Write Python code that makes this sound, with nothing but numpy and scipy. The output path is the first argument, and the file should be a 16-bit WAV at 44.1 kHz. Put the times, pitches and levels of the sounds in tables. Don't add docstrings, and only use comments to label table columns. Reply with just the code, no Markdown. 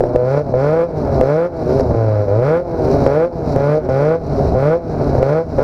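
import sys
import numpy as np
from scipy import signal
from scipy.fft import rfft, irfft
from scipy.io import wavfile
from scipy.ndimage import uniform_filter1d

SR = 44100
rng = np.random.default_rng(int(sys.argv[2]) if len(sys.argv) > 2 else 0)


def waveform_to_disk(signal):
    frames = np.transpose(np.atleast_2d(signal))
    scaled = np.clip(frames, -1, 1) * 32767
    samples = np.round(scaled).astype(np.int16)
    wavfile.write(sys.argv[1], SR, samples)


N = 248283
TIME = np.arange(N) / SR

# open_s, shut_s, start_rate_hz, end_rate_hz, lateness, ease_off_s, bark_db, boom_db, rasp_db, burble_db
BLIPS = [(0.147, 0.407, 122.5, 148.3, 1.54, 0.054, -4, -2, -1.9, 1.5),
         (0.537, 0.855, 124.7, 171.1, 0.8, 0.054, -3, -2, -0.55, 2.5),
         (1.213, 1.469, 129.3, 175, 0.94, 0.041, -3, -1.5, -1.2, -2),
         (1.91, 2.24, 115.8, 103.2, .92, 0.056, -5.5, -1, 1.71, 6.5),
         (2.279, 2.609, 98.34, 177.2, 1.09, 0.062, -3, -1, 1.5, 4.5),
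         (3.065, 3.273, 136.2, 174.7, 1.15, 0.057, -2.5, -3, -0.077, 1.5),
         (3.564, 3.793, 137.8, 154.8, 1.065, 0.092, -4, 0, -0.48, 3.5),
         (3.889, 4.166, 130.8, 167.2, 1.23, 0.05, -3, -1, -0.16, 3.5),
         (4.548, 4.779, 128.6, 172.6, 1.16, 0.071, -3, 1, 0.83, 3.5),
         (5.2, 5.424, 129.5, 166.6, 1.035, 0.066, -4, -0.5, -0.9, 1.5),
         (5.58, 5.791, 141.6, 168.6, 1.21, 0.069, -4.5, -4.5, -1.2, 5.5)]
# halfway_rate_hz, drone_db, rasp_db, burble_db, sizzle_db
COASTS = [(121.96, 2.5, 1, -7.5, 0), (138.5, 4.5, 0, 2.5, -2.5), (143.9, 5.5, 1, 1, 1),
          (150.5, 4.5, 0.5, -3, 1), (98.8, 10, 12.5, 6, 7.5), (154.5, 7, 0.5, -1, 3.5),
          (158.6, 4, -2.5, -0.5, 2), (141.3, 4.5, 4.5, 2, -5.5), (144.46, 0.5, -1, 1.5, 0.5),
          (149.4, 3, -0.5, -1, 0), (155.5, -1.5, -1.5, 0.5, -1.5)]
# rate_hz, bark_db, boom_db, rasp_db, sizzle_db
RESONANCES = [(98, 1.5, -1.5, -10, -4.5), (116, 1, 3, -11, -3.5), (124, 1.5, -4.5, -9.5, -8.5),
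              (133.6, 1, -1.5, -3, 0), (147.8, 3, -1, -0.5, -0.5), (156.7, 3, -3, -2.5, -2),
              (167, 3, -10, -1.5, -5.5), (173.5, 1, -10.5, -3, -6.5)]
CYLINDER_DB = [-0.3, -1, 0.5, 0.3]
# start_s, thump_db,
# crack_db
BANGS = [(.0062, 0, -20), (.0378, -2, -29), (.1593, -3, -21), (.5402, -6, -32), (1.2118, 0, -14),
         (1.2355, -5, -31), (1.7971, -2, -22), (1.9105, -7, -35), (3.0637, -1, -23), (3.5617, -2, -19),
         (3.8892, -6, -30), (5.1512, -3, -36), (5.1812, -4, -38), (5.2282, -1, -21), (5.585, -2, -28),
         (5.5925, -3, -33)]
# start_s, level_db
PANEL_TICKS = [(1.2246, -41), (1.8078, -30), (3.0734, -32), (3.897, -37.5), (5.1585, -43), (5.5936, -38)]
# start_s, end_s, start_rate_hz, end_rate_hz, level_db
OTHER_CAR_BLIPS = [(-.1, 0.13, 117, 118.6, -24), (1.621, 1.847, 117.9, 141.8, -19.5),
                   (2.753, 3.053, 120, 144.1, -20.5), (3.792, 3.933, 121, 130, -29.5),
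                   (4.302, 4.477, 138, 136.9, -22.5), (4.947, 5.121, 122, 130, -27)]
# multiple_of_firing_rate, level_db
OTHER_CAR_TONES = [(1, -6), (2, -4), (3, 5), (4, -1), (5, -5)]

# frequency_hz, level_db
BARK_COLOUR = [(120, -41.5), (210, -8.5), (275, -9.5), (360, -0.5), (430, -1), (500, 10), (560, 1),
               (630, 4.5), (720, -13), (810, -6), (900, -21.5), (1030, -15), (1200, -52), (2000, -70.5)]
DRONE_COLOUR = [(120, -34.5), (190, -25.5), (255, -6.5), (330, -2), (410, -2), (500, 1), (630, -1),
                (720, -6.5), (900, -12), (1200, -26), (2000, -65)]
RASP_COLOUR = [(600, -23), (950, 2.5), (1130, 1.5), (1330, 3.5), (1660, -2.5), (1850, -15), (2230, -11),
               (2700, -27), (3400, -28), (6000, -44.5)]
BURBLE_COLOUR = [(20, -7), (45, -0.5), (75, 6), (140, 3), (200, -3.5), (255, 4.5), (320, -7), (410, 2),
                 (500, -12), (660, -1.5), (850, -14.5), (1300, -27.5), (2500, -80.5)]
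THUMP_COLOUR = [(40, 2), (150, -22.5), (330, -3), (520, 8.5), (750, -3.5), (1100, -26.5), (1700, -23),
                (3000, -82.5)]
CRACK_COLOUR = [(700, -8), (1300, 0), (2300, -4), (3300, -11), (6000, -15), (13000, -23)]
SIZZLE_COLOUR = [(2500, -4), (3400, -22), (3900, 1), (4700, -0.5), (5700, -1.5), (6600, -13.5), (7700, -17),
                 (8500, -30), (9400, -18.5), (10500, -23.5), (11800, -16), (12900, -40.5), (15000, -40.5)]
TICK_COLOUR = [(2000, -32.5), (4000, -2), (5500, 15), (8000, -20), (12000, -13.5), (14500, -34.5)]

# pedal_down_db, pedal_up_db, fuel_down_db, fuel_up_db
BARK_DB = (-13.5, -28.5, 0.5, 12)
BOOM_DB = (-14.5, -31, -12.5, 10.5)
RASP_DB = (-28, -51, -4.5, 17)
BURBLE_DB = (-33.5, -35, 19.5, 21)
SIZZLE_DB = (-47, -59, -0.5, 13.5)

LOAD_LAG_S = .03


def exhaust(rate_hz, load, bark_db, boom_db, rasp_db):
    fired = np.cumsum(rate_hz) / SR
    pulses = firings(fired, load)
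    puffs = np.exp(-((fired - .5) % 1) / 1.5)
    gas = steady(puffs * noise())
    bark = steady(ring(pipe_bounce(pulses, lag_s=.0011, echo=.39), BARK_COLOUR))
    bark += undb(-12.5) * steady(ring(gas, BARK_COLOUR))
    drone = steady(ring(pipe_bounce(pulses, lag_s=.00292, echo=.61), DRONE_COLOUR))
    drone += undb(-9) * steady(ring(gas, DRONE_COLOUR))
    pipe = load * bark + undb(-7.5) * (1 - load) * drone
    sharp_pulses = pulses + cockpit_echoes(pulses, fade_s=.006)
    gas_share = .66 - .4 * load * np.clip((rate_hz - 90) / 40, 0, 1)
    rasp = np.sqrt(1 - gas_share) * steady(ring(sharp_pulses, RASP_COLOUR))
    rasp += np.sqrt(gas_share) * steady(ring(gas, RASP_COLOUR))
    boom = np.sqrt(2) * np.cos(2 * np.pi * fired)
    return pipe * undb(bark_db) + rasp * undb(rasp_db) + boom * undb(boom_db)


def firings(fired, load, max_count=1200):
    size_chance, time_chance = rng.standard_normal((max_count, 2))[:int(fired[-1])].T
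    number = np.arange(len(size_chance))
    times = np.interp(number + .5, fired, TIME)
    coasting = 1 - np.interp(times, TIME, load)
    scatter_db = 1.2 + 2.0 * coasting
    jitter_s = .00004 + .00005 * coasting
    size_db = np.take(CYLINDER_DB, number, mode="wrap") + scatter_db * size_chance
    return clicks(times + jitter_s * time_chance, undb(size_db))


def pipe_bounce(pulses, lag_s, echo, size=4096):
    delay = np.exp(-2j * np.pi * np.fft.rfftfreq(size, 1 / SR) * lag_s)
    bounces = irfft((delay - echo) / (1 - echo * delay))
    return signal.fftconvolve(pulses, bounces)[:N]


def engine_load(fade_s, rise_s=.0034):
    open_s, shut_s = np.transpose(BLIPS)[:2]
    rise = np.clip((TIME[:, None] - open_s) / rise_s + .5, 0, 1)
    fall = np.clip((shut_s + LOAD_LAG_S - TIME[:, None]) / fade_s, 0, 1)
    return np.sum(rise * fall, axis=1)


def revs(first_hz=122.74, easing=.75, waver=.0036):
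    progress = np.linspace(0, 1, 33)
    times, rates, lift_s = [0], [first_hz], 0
    for (open_s, shut_s, start_hz, end_hz, lateness, *_), (halfway_hz, *_) in zip(BLIPS, COASTS):
        climb = progress ** lateness
        climb += easing * (np.sin(np.pi / 2 * climb) ** 2 - climb)
        times += [(lift_s + open_s) / 2, *(open_s + (shut_s - open_s) * progress)]
        rates += [halfway_hz, *(start_hz + (end_hz - start_hz) * climb)]
        lift_s = shut_s
    return np.interp(TIME, times, rates) * (1 + waver * wander(samples=900))


def unburnt_fuel(gather_s=.13, burn_s=.047):
    fuel, lift_s = np.zeros(N), -.28
    for open_s, shut_s, *_ in BLIPS:
        coasted_s = np.clip(TIME, lift_s, open_s) - lift_s
        gathered = 1 - np.exp(-coasted_s / gather_s)
        fuel += gathered * np.exp(-np.maximum(TIME - open_s, 0) / burn_s)
        lift_s = shut_s
    return fuel


def burble(level_db, spread_db=2.0, count=2400):
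    times = rng.uniform(0, N / SR, count)
    sizes = undb(spread_db * rng.standard_normal(count)) * rng.choice([-1, 1], count)
    return steady(ring(clicks(times, sizes), BURBLE_COLOUR)) * undb(level_db)


def bangs():
    start_s, thump_db, crack_db = np.transpose(BANGS)
    thumps = ring(clicks(start_s, undb(thump_db)), THUMP_COLOUR)
    cracks = ring(clicks(start_s, undb(crack_db)), CRACK_COLOUR)
    return -(thumps + cracks)


def panels(sizzle_db, grain_db=2.0, rattle_db=2.0):
    bunches = steady(uniform_filter1d(noise(), size=70))
    grains = noise() * undb(rattle_db * bunches - grain_db * noise())
    sizzle = steady(ring(grains, SIZZLE_COLOUR)) * undb(sizzle_db)
    start_s, tick_db = np.transpose(PANEL_TICKS)
    taps = clicks(start_s, undb(tick_db + 4))
    return sizzle + ring(cockpit_echoes(taps, fade_s=.0015), TICK_COLOUR)


def other_car(rough_db=1.0):
    sound = np.zeros(N)
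    for start_s, end_s, start_hz, end_hz, level_db in OTHER_CAR_BLIPS:
        progress = np.clip((TIME - start_s) / (end_s - start_s), 0, 1)
        fired = np.cumsum(start_hz + (end_hz - start_hz) * progress) / SR
        note = sum(undb(db) * np.sin(2 * np.pi * multiple * fired) for multiple, db in OTHER_CAR_TONES)
        sound += note * np.sin(np.pi * progress) * undb(level_db)
    flutter = steady(uniform_filter1d(noise(), size=400))
    return sound * undb(rough_db * flutter)


def cockpit_echoes(sound, fade_s, samples=1200):
    echoes = rng.standard_normal(samples) * np.exp(-TIME[:samples] / fade_s)
    return signal.fftconvolve(sound, echoes / np.linalg.norm(echoes))[:N]


def ring(sound, colour, size=4096):
    hz, db = np.transpose(colour)
    grid_hz = np.maximum(np.arange(size // 2 + 1) * SR / size, 1)
    gains = undb(np.interp(np.log(grid_hz), np.log(hz), db))
    cepstrum = irfft(np.log(gains))
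    cepstrum[1:size // 2] *= 2
    cepstrum[size // 2 + 1:] = 0
    ringing = irfft(np.exp(rfft(cepstrum)))
    return signal.fftconvolve(sound, ringing / np.abs(ringing).max())[:N]


def clicks(times, sizes):
    place = np.clip(np.asarray(times) * SR, 0, N)
    whole, part = place.astype(int), place % 1
    before = np.bincount(whole, sizes * (1 - part), N + 2)
    after = np.bincount(whole + 1, sizes * part, N + 2)
    return (before + after)[:N]


def steady(sound, samples=2600):
    power = uniform_filter1d(uniform_filter1d(sound ** 2, samples), samples)
    return sound / np.sqrt(np.maximum(power, 0) + 1e-12)


def noise():
    return rng.standard_normal(N)


def wander(samples):
    return uniform_filter1d(noise(), samples) * np.sqrt(samples)


def undb(db):
    return 10 ** (np.asarray(db) / 20)


def per_blip(values, lag_s):
    change_s = np.array(BLIPS)[:-1, 1] + lag_s
    return uniform_filter1d(values[np.searchsorted(change_s, TIME)], size=600)


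def layer_db(levels_db, load, fuel, blip_db=0, coast_db=0):
    down_db, up_db, fuel_down_db, fuel_up_db = levels_db
    pulling_db = down_db + fuel_down_db * fuel + blip_db
    coasting_db = up_db + fuel_up_db * fuel + coast_db
    return load * pulling_db + (1 - load) * coasting_db


def scene():
    load, rate_hz, fuel = engine_load(fade_s=.039), revs(), unburnt_fuel()
    ease_off_s, *blip_levels = np.transpose(BLIPS)[5:]
    push = engine_load(ease_off_s)
    blip_bark, blip_boom, blip_rasp, blip_burble = (per_blip(db, LOAD_LAG_S) for db in blip_levels)
    coast_levels = [per_blip(db, lag_s=-.08) for db in np.transpose(COASTS)[1:]]
    coast_drone, coast_rasp, coast_burble, coast_sizzle = coast_levels
    rates, *rev_levels = np.transpose(RESONANCES)
    rev_bark, rev_boom, rev_rasp, rev_sizzle = (np.interp(rate_hz, rates, db) for db in rev_levels)
    bark_db = layer_db(BARK_DB, load, fuel, blip_bark, coast_drone) + load * rev_bark
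    boom_db = layer_db(BOOM_DB, push, fuel, blip_boom) + rev_boom
    rasp_db = layer_db(RASP_DB, push, fuel, blip_rasp, coast_rasp) + rev_rasp
    sputter = (1 - load) * wander(samples=1800)
    burble_db = layer_db(BURBLE_DB, load, fuel, blip_burble, coast_burble) + sputter
    sizzle_db = layer_db(SIZZLE_DB, load, fuel, coast_db=coast_sizzle) + rev_sizzle + 2.5 * sputter
    engine = exhaust(rate_hz, load, bark_db, boom_db, rasp_db) + burble(burble_db) + bangs()
    return (engine + panels(sizzle_db) + other_car())[None]


def record(dry, top_hz=13800):
    treble_cut = signal.ellip(8, .2, 70, top_hz, fs=SR, output="sos")
    return signal.sosfilt(treble_cut, np.clip(dry, -1, 1))


dry = scene()
out = record(dry)
waveform_to_disk(out)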